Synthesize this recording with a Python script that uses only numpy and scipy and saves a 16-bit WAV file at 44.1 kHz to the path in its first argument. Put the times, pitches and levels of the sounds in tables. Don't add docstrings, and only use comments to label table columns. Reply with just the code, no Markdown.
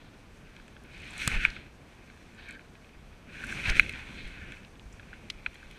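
import sys
import numpy as np
from scipy import signal
from scipy.fft import rfft, irfft
from scipy.io import wavfile
from scipy.ndimage import uniform_filter1d

SR = 44100
rng = np.random.default_rng(int(sys.argv[2]) if len(sys.argv) > 2 else 0)


def nominal_scale(level):
    x = np.asarray(level, float) / 20
    return 10 ** x


def put_to_file(sound):
    columns = np.atleast_2d(sound).T
    safe = np.clip(columns, -1, 1)
    whole_steps = np.round(safe * 32767)
    wavfile.write(sys.argv[1], SR, whole_steps.astype(np.int16))


N = 254898

# [freq_hz, level_db]
CALM_SPECTRUM = [(11, -43), (18, -2), (65, 0), (226, -9), (366, -8.5), (1210, -14), (1560, -16),
                 (1900, -16), (2450, -30), (2750, -20.5), (5140, -29), (6270, -45), (11700, -39),
                 (14700, -44.5), (16000, -76)]
# [start_s, level_db, pitch_hz (negative swings the other way), length_cycles]
THUMPS = [(.44, -44, 45, 2.4), (1.2755, -20, 141, 2), (1.334, -27, 52, 2.2), (1.358, -20.5, 27.5, 2),
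          (1.478, -31.5, 26.5, 1.25), (2.97, -44.5, 36, 0.97), (3.679, -23.5, -53, 0.76),
          (3.7, -20.5, 26.5, 1.5), (3.761, -31.5, -21, 1.5), (3.801, -30, 36, 1.5), (4.24, -37, 22, 1.7),
          (4.855, -39.5, 50.5, 4.3), (5.35, -44.5, 35, 1.7), (5.48, -38.5, -46, 1.4),
          (5.66, -43.5, 39, 1.5)]
# [start_s, end_s, level_db, low_hz, high_hz]
DRAGS = [(0.534, 0.64, -63, 1310, 4370), (0.913, 1.163, -56.5, 1960, 4260), (1.31, 1.37, -48, 453, 1200),
         (1.534, 1.58, -47.5, 1520, 3960), (2.368, 2.578, -51.5, 1410, 1900),
         (2.376, 2.562, -52, 1920, 4000), (3.34, 3.54, -50, 1410, 1870), (3.713, 3.79, -38, 1380, 1880),
         (3.655, 3.724, -46, 510, 1100), (3.655, 3.705, -47, 1360, 4270), (3.93, 4.154, -61.5, 820, 1120),
         (4.182, 4.295, -58.5, 2600, 4560), (4.369, 4.58, -57, 1420, 1820), (4.408, 4.58, -59, 2070, 2780),
         (3.4, 3.643, -58, 554, 1110), (1.1, 1.27, -59, 600, 1200)]
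# [start_s, level_db, centre_hz, width_octaves]
TICKS = [(.5636, -51.5, 6510, .72), (0.6794, -51, 6530, 0.95), (.837, -55, 7760, 1.1),
         (0.9786, -54, 7900, .5), (1.0021, -51, 7900, 0.45), (1.0196, -52, 7900, .5),
         (1.0444, -54, 8000, .5), (1.0789, -57, 8300, .5), (1.0914, -61, 7820, .57),
         (1.1069, -42.5, 7900, 0.41), (1.135, -45, 7500, .72), (1.179, -37, 7900, .42),
         (3.7953, -41, 9000, 1.6), (1.4505, -40, 7610, 1.3), (2.3476, -55, 8000, 0.42),
         (2.488, -49, 6520, 0.91), (2.5082, -42.5, 7300, .5), (2.5244, -51, 8060, 0.67),
         (3.4381, -46, 7680, .97), (3.445, -42, 7780, .68), (3.469, -42, 8060, 0.64),
         (3.4974, -48, 7470, 1.1), (3.5215, -40, 7620, .85), (3.6997, -34, 6610, 0.73),
         (3.894, -37.5, 6500, 0.98), (3.9255, -47, 6520, .79), (4.2764, -49.5, 9040, 0.47),
         (4.5202, -47, 6610, 0.81), (5.545, -51.5, 8310, 0.54), (5.712, -48, 6610, 1.2)]
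# [start_s, level_db, centre_hz, t60_ms, width_octaves]
SCRAPES = [(1.451, -35, 1160, 60, 0.83), (1.502, -36.5, 4000, 18, 0.83), (1.563, -40.5, 1390, 19, .3),
           (3.693, -17, 2300, 38, 0.75), (3.699, -23.5, 4370, 12, 0.73), (4.795, -38.5, 2740, 11, 0.7),
           (5.3003, -22.5, 3100, 21, 1.04), (5.4625, -32, 1280, 31, 1.3), (4.9252, -50, 6570, 45, .45),
           (5.135, -42, 1990, 97, 0.86), (4.648, -41.5, 3000, 10, .6), (4.755, -47, 2830, 10, .7)]
# [level_db, centre_hz, t60_ms, width_octaves]
LINE_SNAP = [
    (-28.5, 440, 23, 2.2),
    (-19, 1430, 15, 0.36),
    (-16.5, 3240, 13, 1.05),
    (-15.5, 7800, 8.4, 0.62),
    (-31, 11600, 4.5, .5),
    (-32, 22000, 8.8, 0.55),
]
# [pitch_hz, width_hz, level_db]
CASE_MODES = [(1574, 317, 0.5), (1710, 160, -6.5), (2228, 435, 1), (2389, 332, 0.5), (2519, 194, -3),
              (3237, 820, -10.5), (4046, 190, -9)]
# [centre_hz, width_hz]
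CASE_NOTCHES = [(1880, 390), (2770, 250)]
# [start_s, level_db, low_ring_db, rattle_ms]
KNOCKS = [(0.5647, -40, -10, 2.5), (0.5985, -42.5, 1, 1.4), (.68, -41.5, -3, 2.2), (.7652, -39, -2, 2.5),
          (1.2201, -24, -32, 1.9), (1.4505, -4, -9.5, 1.43), (1.5644, -29, -18, 1.1),
          (1.6634, -41.5, -11, 2.5), (2.0991, -39.5, -4, 2.3), (2.5088, -35.5, -12, 2.1),
          (2.593, -38, 0, 1.4), (2.7526, -42.5, -10, 1.3), (2.845, -44, -19, 1.2), (3.2916, -45, 1, 1.4),
          (3.4382, -27, 3, 4.3), (3.5243, -23.5, -1, 3.5), (3.7957, 1.1, -12.5, 1.4),
          (3.8027, -19.5, -15, 1.2), (3.804, -25, -27, 2.2), (3.8622, -28, -19, 1.3),
          (3.894, -23, -36, 2.1), (3.936, -29.5, -20, 1.6), (4.521, -31, -11, 3.3), (2.892, -46, -14, 0.61),
          (4.9958, -35.5, -1, 3.7), (5.1299, -33, 2, 1.1), (5.462, -15, -10.5, 1.6),
          (5.5548, -38.5, -10, 2.1), (5.629, -38, -1, 1.4), (5.7104, -39, -26, 5)]
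# [freq_hz, level_db]
RUB_SPECTRUM = [(240, -59), (400, -8), (1110, -67), (1510, -3.5), (1900, 14), (2260, -15), (2580, -7.5),
                (2910, 12), (5500, -10.5), (7150, -37.5), (12100, -120)]
# [freq_hz, level_db]
HISS_SPECTRUM = [(3000, -30), (4200, -8), (5150, -9.5), (5700, -4), (6420, -5), (7100, -10), (8400, -8.5),
                 (9800, -14), (14700, -29), (15700, -40), (16000, -62)]
# [time_s, effort_db, rod_speed_db, lurch_db over rest]
FIRST_CAST = [
    (.84, -56.5, -71, -2),
    (1.03, -48, -65, 4.5),
    (1.15, -44, -58.5, 6.5),
    (1.22, -35, -47.5, 10),
    (1.35, -31.5, -52, 15),
    (1.38, -39.5, -57.5, 12),
    (1.44, -34, -51, 12.5),
    (1.49, -44.5, -65, 7),
    (1.52, -56, -69, -4),
]
REACH = [
    (1.45, -50, -62, 4),
    (1.6, -53, -67, 6.5),
    (1.7, -63.5, -78, -16),
    (2.15, -60.5, -68, -7),
    (2.4, -60.5, -69, 0),
    (2.7, -65, -70, 0.5),
    (2.9, -62.5, -70, -10),
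]
SECOND_CAST = [
    (3.25, -60.5, -72.5, 3),
    (3.41, -43.5, -58.5, 7),
    (3.51, -41, -52.5, 11.5),
    (3.64, -35.5, -52, 11.5),
    (3.691, -27.5, -45.5, 20),
    (3.74, -39, -57, 11.5),
    (3.77, -32.5, -44.5, 16.5),
    (3.81, -41, -54, 13),
    (3.959, -43, -64, 8),
]
ROD_DOWN = [
    (3.89, -45.5, -62, 5),
    (4.11, -48, -62, 5),
    (4.25, -47.5, -63.5, 9),
    (4.38, -51, -67.5, 5),
    (4.49, -49, -65.5, 7.5),
    (4.54, -53.5, -66, 4),
    (4.7, -65, -68, -0.5),
    (5.2, -57.5, -68, 1.5),
    (5.78, -58.5, -68, -1),
]

REST_DB = -63.5, -70, -0.5
CALM_DB = -56.5
BODY_DB, SWAY_DB = -58, -56
SWAY_SLOPE, SWAY_GUST_DB = 0.97, 1
DRAG_EDGE_MS = 19
TICK_T60_MS = 9.7
LINE_S = 1.2762
HIGH_RING_DB, HIGH_RING_SLOPE = -24.5, -0.27
KNOCK_NOTCH = 0.8


def curve(column):
    t = np.arange(N) / SR
    moves = []
    for table in (FIRST_CAST, REACH, SECOND_CAST, ROD_DOWN):
        move = np.array(table)
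        moves.append(np.interp(t, move[:, 0], move[:, column], -99, -99))
    return np.maximum(np.max(moves, axis=0), REST_DB[column - 1])


def unit(x):
    return x / np.sqrt(np.mean(x ** 2))


def colour(x, points):
    hz, db = np.transpose(points)
    f = np.maximum(np.fft.rfftfreq(len(x), 1 / SR), 1)
    gain = nominal_scale(np.interp(np.log(f), np.log(hz), db))
    return unit(irfft(rfft(x) * gain, len(x)))


def resonance(x, hz, width_hz):
    b, a = signal.iirpeak(min(hz, 0.45 * SR), hz / width_hz, fs=SR)
    return signal.lfilter(b, a, x)


def steep_resonance(x, hz, width_hz):
    return resonance(resonance(x, hz, width_hz), hz, width_hz)


def bandpass(x, order, edges_hz):
    return signal.sosfilt(signal.butter(order, edges_hz, "band", fs=SR, output="sos"), x)


def walk(rate):
    hold = int(SR / rate)
    steps = np.repeat(rng.standard_normal(N // hold + 1), hold)
    slewed = uniform_filter1d(uniform_filter1d(steps, hold), hold)
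    return unit(slewed[:N])


def add(out, s, x, db):
    i = int(s * SR)
    out[i:i + len(x)] += (nominal_scale(db) * x / np.max(np.abs(x)))[:N - i]


def grains(per_s, spread_db):
    hits = rng.random(N) < per_s / SR
    size = np.minimum(rng.exponential(1, N), 5)
    return unit(hits * rng.standard_normal(N) * nominal_scale(spread_db * size))


def case(x, low_db=0., high_db=0., notch=0.31):
    group_db = [low_db] * 2 + [0] * 3 + [high_db] * 2
    rings = 0
    for extra_db, (hz, width_hz, db) in zip(group_db, CASE_MODES):
        rings = rings + nominal_scale(db + extra_db) * steep_resonance(x, hz, width_hz)
    for hz, width_hz in CASE_NOTCHES:
        rings = rings - min(notch, 1) * resonance(rings, hz, width_hz)
    return bandpass(rings, 4, [1150, 4400])


def calm():
    return nominal_scale(CALM_DB) * colour(rng.standard_normal(N), CALM_SPECTRUM)


def rumble():
    lurch_db = curve(3)
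    body = steep_resonance(rng.standard_normal(N), 175, 220) * nominal_scale(1.67 * walk(22))
    sway = steep_resonance(rng.standard_normal(N), 38, 75) * nominal_scale(SWAY_GUST_DB * walk(9))
    return nominal_scale(BODY_DB + lurch_db) * unit(body) + nominal_scale(SWAY_DB + SWAY_SLOPE * lurch_db) * unit(sway)


def thumps():
    out, t = np.zeros(N), np.arange(SR // 5) / SR
    for s, db, hz, cycles in THUMPS:
        fade = np.exp(-(abs(hz) * t / cycles * 2) ** 2)
        add(out, s, np.sin(2 * np.pi * hz * t) * fade, db)
    return out


def drags():
    out, t = np.zeros(N), np.arange(N) / SR
    friction = grains(12000, 0.51)
    ring = unit(case(friction, 5.2, notch=0.16)) * nominal_scale(7.0 * walk(44))
    friction = friction + nominal_scale(-12) * ring
    for start, end, db, low_hz, high_hz in DRAGS:
        inside_ms = np.minimum(t - start, end - t) * 1000
        gate = np.clip(inside_ms / DRAG_EDGE_MS + 0.5, 0, 1)
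        out += nominal_scale(db) * gate * unit(bandpass(friction, 3, [low_hz, high_hz]))
    return out


def bursts(table):
    out, t = np.zeros(N), np.arange(2048) / SR
    for s, db, hz, t60_ms, octaves in table:
        fade = np.minimum(t / 0.0014, 1) * nominal_scale(-60 * t * 1000 / t60_ms)
        burst = rng.standard_normal(2048) * fade
        edges_hz = np.minimum(hz * 2. ** (np.array([-0.5, 0.5]) * octaves), 0.45 * SR)
        add(out, s - 0.0004, bandpass(burst, 2, edges_hz), db)
    return out


def ticks():
    return bursts([(s, db, hz, TICK_T60_MS, octaves) for s, db, hz, octaves in TICKS])


def scrapes():
    return bursts(SCRAPES)


def line_snap():
    return bursts([(LINE_S, *layer) for layer in LINE_SNAP])


def knocks():
    out, t = np.zeros(N), np.arange(1024) / SR
    push = (t < 0.0008) * np.sin(np.pi * t / 0.0008) * np.sin(2 * np.pi * 2300 * t)
    for s, db, low_db, rattle_ms in KNOCKS:
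        fade = np.minimum(t / 0.00058, 1) * np.exp(-t * 1000 / rattle_ms)
        rattle = rng.standard_normal(1024) * fade
        high_db = HIGH_RING_DB + HIGH_RING_SLOPE * db
        knock = case(push + 0.86 * rattle, low_db + 10, high_db + 22.5, KNOCK_NOTCH)
        add(out, s - 0.0004, knock, db)
    return out


def rub():
    surge = nominal_scale(1.5 * walk(45) + 0.95 * walk(12))
    slips = grains(6000, 1.96) * surge
    low_db, high_db = 1.8 * walk(11), 4.5 * walk(7.6)
    ring = unit(case(slips, low_db, high_db, notch=0.17))
    broad = colour(grains(6000, 0.78) * surge, RUB_SPECTRUM)
    cloth = unit(ring + nominal_scale(-9) * broad)
    air = unit(0.071 * slips + rng.standard_normal(N) * nominal_scale(0.89 * walk(30)))
    return nominal_scale(curve(1)) * cloth + nominal_scale(curve(2) - 2.0) * colour(air, HISS_SPECTRUM)


def scene():
    background = calm() + rumble() + thumps()
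    gear = drags() + ticks() + scrapes() + line_snap()
    return (background + gear + knocks() + rub())[None]


def top_cut(x):
    return signal.sosfilt(signal.butter(12, 16500, fs=SR, output="sos"), x)


def record(dry):
    low_pass = signal.ellip(6, 0.3, 30, 15200, fs=SR, output="sos")
    cut = signal.sosfilt(low_pass, np.clip(dry, -1, 1))
    return top_cut(np.clip(cut, -1, 1))


dry = scene()
out = record(dry)
put_to_file(out)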